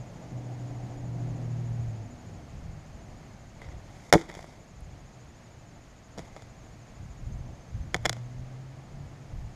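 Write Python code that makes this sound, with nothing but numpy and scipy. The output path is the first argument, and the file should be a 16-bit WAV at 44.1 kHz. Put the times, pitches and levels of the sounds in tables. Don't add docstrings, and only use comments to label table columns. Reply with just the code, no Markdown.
import sys
import numpy as np
from scipy import signal
from scipy.fft import rfft, irfft, next_fast_len
from scipy.io import wavfile
from scipy.ndimage import map_coordinates

SR = 44100
rng = np.random.default_rng(int(sys.argv[2]) if len(sys.argv) > 2 else 0)


def invert_db(level):
    return 10 ** (np.asarray(level, dtype=float) / 20)


def to_wav(s):
    ch = np.atleast_2d(s).T
    pcm = np.round(np.clip(ch, -1, 1) * 32767)
    wavfile.write(sys.argv[1], SR, pcm.astype(np.int16))


N = 421155


def unit(x):
    return x / np.sqrt(np.mean(x ** 2) + 1e-20)


def along(points, hz):
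    point_hz, value = np.transpose(points)
    return np.interp(np.log(hz + 1), np.log(point_hz + 1), value)


def curves(rows, outside=None):
    time_s, *columns = np.transpose(rows)
    return [np.interp(np.arange(N) / SR, time_s, c, outside, outside) for c in columns]


def wobble(rate):
    knots = rng.standard_normal(int(N * rate / SR) + 4)
    return map_coordinates(knots, [np.arange(N) * rate / SR])


def filtered(x, response):
    m = next_fast_len(N + SR // 2)
    return irfft(rfft(x, m) * response(np.fft.rfftfreq(m, 1 / SR)), m)[..., :N]


def bandpass(f, centre_hz, width_hz):
    damping = 1j * f * width_hz
    return damping / (centre_hz ** 2 - f * f + damping)


def resonances(modes):
    top_hz = 2.0 * max(modes)[0]

    def response(f):
        total = sum(invert_db(db) * bandpass(f, centre, width) for centre, width, db in modes)
        return total / (1 + 1j * f / top_hz) ** 2
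    return response


def noise(spectrum):
    return unit(filtered(rng.standard_normal(N), lambda hz: invert_db(along(spectrum, hz))))


# frequency_hz, density_db [dB per Hz]
BUFFET_SPECTRUM = [(10, -25), (25, -4.5), (60, -3.5), (120, -6), (200, -17), (350, -45), (600, -68.5)]
# centre_s, half_length_s, level_db
GUSTS = [(1.2, .5, -60.5), (1.8, 0.13, -48.5), (2.8, 0.53, -58.5), (3.783, 0.11, -57.5),
         (4.895, 0.087, -57), (7.03, 0.066, -46.5), (7.305, 0.15, -43.5), (7.79, 0.066, -42.5),
         (7.997, 0.12, -48.5), (8.407, 0.06, -49.5), (9.0, 0.06, -49), (9.409, 0.086, -46.5)]


def wind():
    t = np.arange(N) / SR
    level = invert_db(-58)
    for centre, half, db in GUSTS:
        level = level + invert_db(db) * np.exp(-((t - centre) / half) ** 2)
    lumpy = unit(invert_db(2.2 * wobble(18)) * noise(BUFFET_SPECTRUM))
    return level * invert_db(8.0) * lumpy


# frequency_hz, density_db [dB per Hz]
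TRAFFIC_SPECTRUM = [(60, -20), (110, 9), (170, 3.5), (300, -1.5), (420, -7.5), (700, -4), (900, -11.5),
                    (1200, -28), (2000, -61)]
# time_s, level_db
TRAFFIC_LEVEL = [(0, -47.5), (.5, -45.5), (1.6, -46.5), (2.7, -52), (4, -51.5), (5.5, -54), (7.5, -51.5),
                 (8.1, -50.5), (8.6, -51.5), (9.55, -51.5)]


def traffic():
    level_db = curves(TRAFFIC_LEVEL)[0]
    return invert_db(level_db + 2.5 + 0.85 * wobble(6.4)) * noise(TRAFFIC_SPECTRUM)


# frequency_hz, density_db [dB per Hz]
HISS_SPECTRUM = [(500, -2), (1100, 3.5), (1500, 0.5), (2100, 0.5), (2800, -5), (3800, -8), (4800, -7),
                 (5800, -9), (6800, -8.5), (8000, -16.5), (11000, -23), (14500, -27), (16500, -47)]


def leaves():
    change_db = curves(TRAFFIC_LEVEL)[0] + 52
    level_db = -59 + 0.18 * change_db
    return invert_db(level_db + 1.5 + 0.35 * wobble(9)) * noise(HISS_SPECTRUM)


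# time_s, firing_hz, level_db
ENGINE_PASSAGES = [
    [(0.0, 126.3, -35), (0.13, 124.9, -51.5), (0.3, 123.9, -52), (0.36, 122.4, -35.5), (0.98, 121.5, -38.5),
     (1.1, 121, -34), (1.8, 117.4, -30.5), (2.06, 105.6, -39.5), (2.16, 103, -54)],
    [(7.9, 111.7, -52), (8.0, 116, -41), (8.116, 117.7, -34), (8.298, 123.8, -39), (8.8, 134.2, -44),
     (8.89, 140.1, -53), (9.01, 140.5, -38.5), (9.07, 142.3, -51), (9.3, 141.4, -48)],
]
# start_s, end_s, start_hz, end_hz, level_db
DRONES = [(0, 0.42, 171.8, 173, -43.5), (.2, 1.6, 297, 278.6, -46), (0.5, 2.1, 374, 337, -52.5),
          (1, 1.94, 165, 152, -37), (0.999, 1.3, 150, 150.3, -49), (1.099, 1.94, 246, 227, -46),
          (2.2, 2.41, 161.4, 159.7, -49), (2.55, 3.02, 162.4, 150, -46.5), (8.05, 8.6, 236, 258, -53.5),
          (2, 2.45, 250, 235, -50.5)]


def engine():
    out = np.zeros(N)
    drift_hz, swell_db = 3 * wobble(10), 2.0 * wobble(13)
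    for rows in ENGINE_PASSAGES:
        firing_hz = curves(rows)[0]
        level_db = curves(rows, -120)[1]
        tone = np.sin(2 * np.pi * np.cumsum(firing_hz) / SR)
        out += np.sqrt(2) * invert_db(level_db + 1.2 * wobble(14)) * tone
    for k, (start, end, hz0, hz1, db) in enumerate(DRONES):
        u = np.linspace(0, 1, round((end - start) * SR))
        drift, swell = (np.roll(v, k * SR)[:len(u)] for v in (drift_hz, swell_db))
        turns = np.cumsum(hz0 + (hz1 - hz0) * u + drift) / SR
        envelope = invert_db(db + swell) * np.sqrt(np.abs(np.sin(np.pi * u)))
        out[round(start * SR):][:len(u)] += envelope * np.sin(2 * np.pi * turns)
    return out


# chirp_rate_hz, first_chirp_s, pitch_hz, sweep_hz, roughness_hz
CRICKETS = [
    (13.23, .008, 6760, 190, 330),
    (14.1, .026, 6400, -110, 200),
]
# start_s, end_s, level_db
SONGS = [
    [(-.2, 2.4, 0), (2.45, 4.2, -3.5), (4.55, 7.38, -1), (7.45, 9.7, -6)],
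    [(-.2, 7.3, -5), (7.3, 7.9, -2), (7.9, 8.5, -4), (8.5, 9.7, -9)],
]


def crickets():
    out, t = np.zeros(N), np.arange(N) / SR
    chorus_db, fade_s = -67.5, .1
    for (rate, first, hz, sweep, rough), songs in zip(CRICKETS, SONGS):
        level = np.zeros(N)
        for start, end, db in songs:
            inside_s = np.minimum(t - start, end - t)
            level += invert_db(chorus_db + db) * np.clip(inside_s / fade_s + .5, 0, 1)
        beat = np.cos(2 * np.pi * rate * (t - first) + 0.09 * wobble(7.9))
        phase = 2 * np.pi * np.cumsum(hz + sweep * beat) / SR
        band = (1.4 + wobble(2 * rough)) * np.sin(phase) + wobble(2 * rough) * np.cos(phase)
        pulses = invert_db(8 * np.tanh(2 * beat + .6) + .6 * wobble(12))
        out += level * unit(pulses * band)
    return out


# loudest_s, rise_s, t60_s, level_db,
# crackle_over_rub_db
RUSTLE = [(3.62, .012, 0.37, -48, -22), (3.7, .03, .6, -60.5, -14), (4.105, 0.47, .02, -55, -4),
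          (4.14, .004, 0.17, -35, -1), (4.2, .04, 0.42, -44.5, -10), (4.3, 0.039, 0.29, -47, -13),
          (4.37, 0.04, 0.74, -50, -4), (4.5, 0.043, 0.35, -64, -6), (6.19, 0.014, 0.86, -50.5, -8),
          (6.37, .02, .6, -57, -12), (7.95, 0.0099, 0.076, -38, -20), (8.065, 0.071, 0.23, -45, -13),
          (8.15, .04, 0.34, -53, -9)]


def rustle():
    t = np.arange(-SR // 2, SR) / SR
    levels = np.zeros((2, N + SR))
    for s, rise, t60, db, over_db in RUSTLE:
        shape = np.clip(1 + t / rise, 0, 1) ** 2 * invert_db(-60 * np.maximum(t, 0) / t60)
        levels[:, round(s * SR) - SR // 2:][:, :len(t)] += invert_db([[db], [db + over_db]]) * shape
    rub, crackle = levels[:, :N]
    grains = rng.standard_normal((2, N)) * invert_db(5 * np.tanh(.6 * wobble(160)))
    body = resonances([(380, 205, 0.2), (684, 460, 1.0), (2030, 220, 2.5), (3260, 450, -9)])
    top = resonances([(5340, 1400, 4), (6700, 1000, 8), (9500, 2500, -10)])
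    return rub * unit(filtered(grains[0], body)) + crackle * unit(filtered(grains[1], top))


# time_s, pitch_hz, peak_db
TICKS = [(4.1357, 10400, -13), (4.3, 1960, -38), (4.351, 5600, -30), (4.4424, 1100, -42),
         (4.4647, 8030, -36), (4.745, 9500, -54), (4.8068, 10000, -31.5), (6.185, 6300, -42),
         (6.192, 4000, -40), (6.365, 1300, -37), (6.426, 3600, -46), (8.0302, 10500, -38),
         (8.0952, 4900, -27), (8.108, 9500, -52), (8.154, 5840, -42), (8.166, 6000, -47),
         (8.188, 5500, -44)]


def ticks():
    out, t = np.zeros(N), np.arange(SR // 100) / SR
    for s, hz, db in TICKS:
        decay = invert_db(db - 60 * t * hz / 16)
        attack = 1 - np.exp(-t * hz / 1.2)
        out[round(s * SR):][:len(t)] += decay * attack * np.sin(2 * np.pi * hz * t)
    return out


def boom():
    t = np.arange(N) / SR - STRIKE[-4][0]
    low_modes = resonances([(310, 110, 9.0), (620, 260, -6)])
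    shake = unit(filtered(rng.standard_normal(N), low_modes))
    t60_s = np.where(t > 0, .25, .04)
    return shake * invert_db(-31.5 - 60 * np.abs(t) / t60_s)


# time_s, strength_db, hardness_db, edge_db, weight_db
STRIKE = [(4.1261, -25, 7, 0, -25), (4.1266, -4.5, -1, 2, -17), (4.1355, -22, 4.5, 7, 13),
          (4.1368, -8.5, -8.5, 0, -17), (4.1406, -17, 3.5, -5, -3), (4.1438, -9, -12, -13, -6),
          (4.1474, -17, -4, -8, 2), (4.1505, -18, -18, -8, -1), (4.1537, -14.5, -21, 2, 10),
          (4.1572, -18, -20, -3, -21), (4.1630, -25.5, -18, -4, 15.5), (4.1717, -42, -5, -2, 7),
          (4.18, -42, 12, -10, 8), (4.2134, -53, 16, -4, 18)]
RATTLE = [(3.6172, -46, 7, -8, 2), (3.6875, -49, 2, -3, 2), (4.2914, -50, 9, -2, 14),
          (4.2996, -42, 8.5, -12, -14), (4.3144, -48, 7, 0, -5), (4.3404, -40, -3, 2, -8),
          (4.3505, -40, 2, 3, -13), (4.3693, -46, -1, -2, 11), (4.3914, -35.5, -4, -6, -18),
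          (4.4094, -46, -8, 10, -7), (4.4273, -48.5, 4.5, 2, -2), (4.4424, -37.5, -9, -3, -3),
          (4.4944, -51, -6, 5, -7)]
BUMP = [
    (6.177, -35, -15, 3, 4),
    (6.1812, -45, -5, 3, 16),
    (6.184, -40.5, -2.5, 4, -23),
    (6.1916, -32.5, -5, -1.5, 4.5),
    (6.364, -36.5, -5, -6, -17),
    (6.369, -41, -10, -5, -15),
    (6.422, -41, -9, 4, -9),
]
KNOCKS = [(7.9375, -49, 2, -5, 14), (7.9443, -23, 11, -5.5, -21), (7.9483, -26.5, 2, -5, 4),
          (7.9523, -26, -21, 0, -16), (7.9636, -34, -10, 11.5, -11), (8.05, -32, 0, -6, -13),
          (8.0546, -19.5, 4, -1.5, -23), (8.0584, -24, 7, 0.5, -6), (8.0613, -21.5, 3, 0, 0),
          (8.095, -43, 23, 8, -4), (8.0969, -25, -20, 6, -1), (8.129, -35.5, 5.5, 5, -4),
          (8.167, -40, -7, 2, -3)]
# scrape_share, click_over_ring_db, bright_over_ring_db
TOUCH = [
    (0.34, -3.5, -10.5),
    (.8, -11, -9.5),
    (0.45, -3, -5.5),
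    (0.24, -7, -10),
]
# centre_hz, width_hz, level_db
RING = [(1954, 293, 2.8), (2147, 130, 1.9)]
CLICK = [(1460, 116, -4), (3516, 260, 6), (4180, 135, 7)]
BRIGHT = [(4650, 307, 7), (5315, 890, 8.5), (6630, 670, 7.5), (9160, 1100, -13), (10900, 1400, -25)]
KNOCK = [(543, 170, -3.5), (694, 186, 4.5), (960, 510, -19)]
THUD = [(59, 45, -2.5), (165.7, 29, 4.5), (351, 130, -1), (440, 58, -4), (333, 14, -4.5)]


def half_wave(t, length_s):
    return np.sin(np.pi * np.clip(t / length_s, 0, 1)) ** 2 / (length_s * SR / 2)


def contacts():
    t = np.arange(SR // 20) / SR
    tap, knock, push = half_wave(t, .00025), half_wave(t, .0007), half_wave(t, .0016)
    drives = np.zeros((5, N + len(t)))
    for table, (scrape_share, click_db, bright_db) in zip([STRIKE, RATTLE, BUMP, KNOCKS], TOUCH):
        for s, db, hard_db, edge_db, weight_db in table:
            scrape = rng.standard_normal(len(t)) * np.exp(-t / 0.0017)
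            blow = -np.exp(-t / .00005) + scrape_share * scrape
            blow /= np.linalg.norm(blow)
            click_share_db = click_db + 0.83 * hard_db + edge_db
            bright_share_db = bright_db + 0.97 * hard_db + edge_db
            shares_db = np.array([hard_db, click_share_db, bright_share_db, 0, weight_db])
            pushes = invert_db(db + shares_db)[:, None] * [-tap, blow, blow, -knock, -push]
            drives[:, round(s * SR):][:, :len(t)] += pushes
    gains_db = [30.75, 29.1, 24.8, 35.54, 40.0]
    groups = [RING, CLICK, BRIGHT, KNOCK, THUD]
    return sum(invert_db(g) * filtered(d, resonances(m)) for d, g, m in zip(drives, gains_db, groups))


# frequency_hz, t60_s
YARD = [(150, 0.51), (700, 0.4), (2500, 0.51), (9000, 0.29)]


def yard(x):
    hz, t, z = signal.stft(rng.standard_normal(SR // 2), SR, nperseg=256)
    decay = invert_db(-60 * t / along(YARD, hz)[:, None])
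    tail = signal.istft(z * decay, SR, nperseg=256)[1]
    delayed = np.pad(x, (400, 0))
    return signal.fftconvolve(delayed, tail / np.linalg.norm(tail))[:N]


# centre_hz, width_hz, depth [0-1]
VALLEYS = [(1096, 110, 0.34), (2680, 630, 1), (4200, 370, 0.64), (8160, 730, 0.4)]


def housing(f):
    valleys = [1 - np.clip(depth, 0, 1) * bandpass(f, centre, width) for centre, width, depth in VALLEYS]
    return np.prod(valleys, axis=0) / (1 + 1j * f / 11000) ** 2


def recovery():
    start_s, dip_db, time_constant_s = 4, -3.5, 0.15
    u = np.maximum(np.arange(N) / SR - start_s, 0) / time_constant_s
    return invert_db(dip_db * np.e * u * np.exp(-u))


def scene():
    background = wind() + traffic() + leaves() + engine() + crickets()
    hits = contacts() + ticks()
    near = filtered(hits + invert_db(-30.0) * yard(hits) + rustle() + boom(), housing)
    return (near + recovery() * background)[None]


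# time_s, gain_db
DUCK = [
    (4.104, -2),
    (4.112, -8.5),
    (4.1258, -12),
    (4.1262, -2.5),
]


def limiter(x):
    x = x * invert_db(curves(DUCK)[0])
    return x / (1 + np.abs(x) ** 8) ** (1 / 8)


def top_cut(x):
    return signal.sosfilt(signal.butter(12, 16540, fs=SR, output="sos"), x)


def record(dry):
    top_end = [(13000, 0.5), (15000, -3.5), (16300, -16), (16700, -64)]  # (Hz, dB)
    mix = filtered(limiter(dry), lambda hz: invert_db(along(top_end, hz)))
    return top_cut(mix)


dry = scene()
out = record(dry)
to_wav(out)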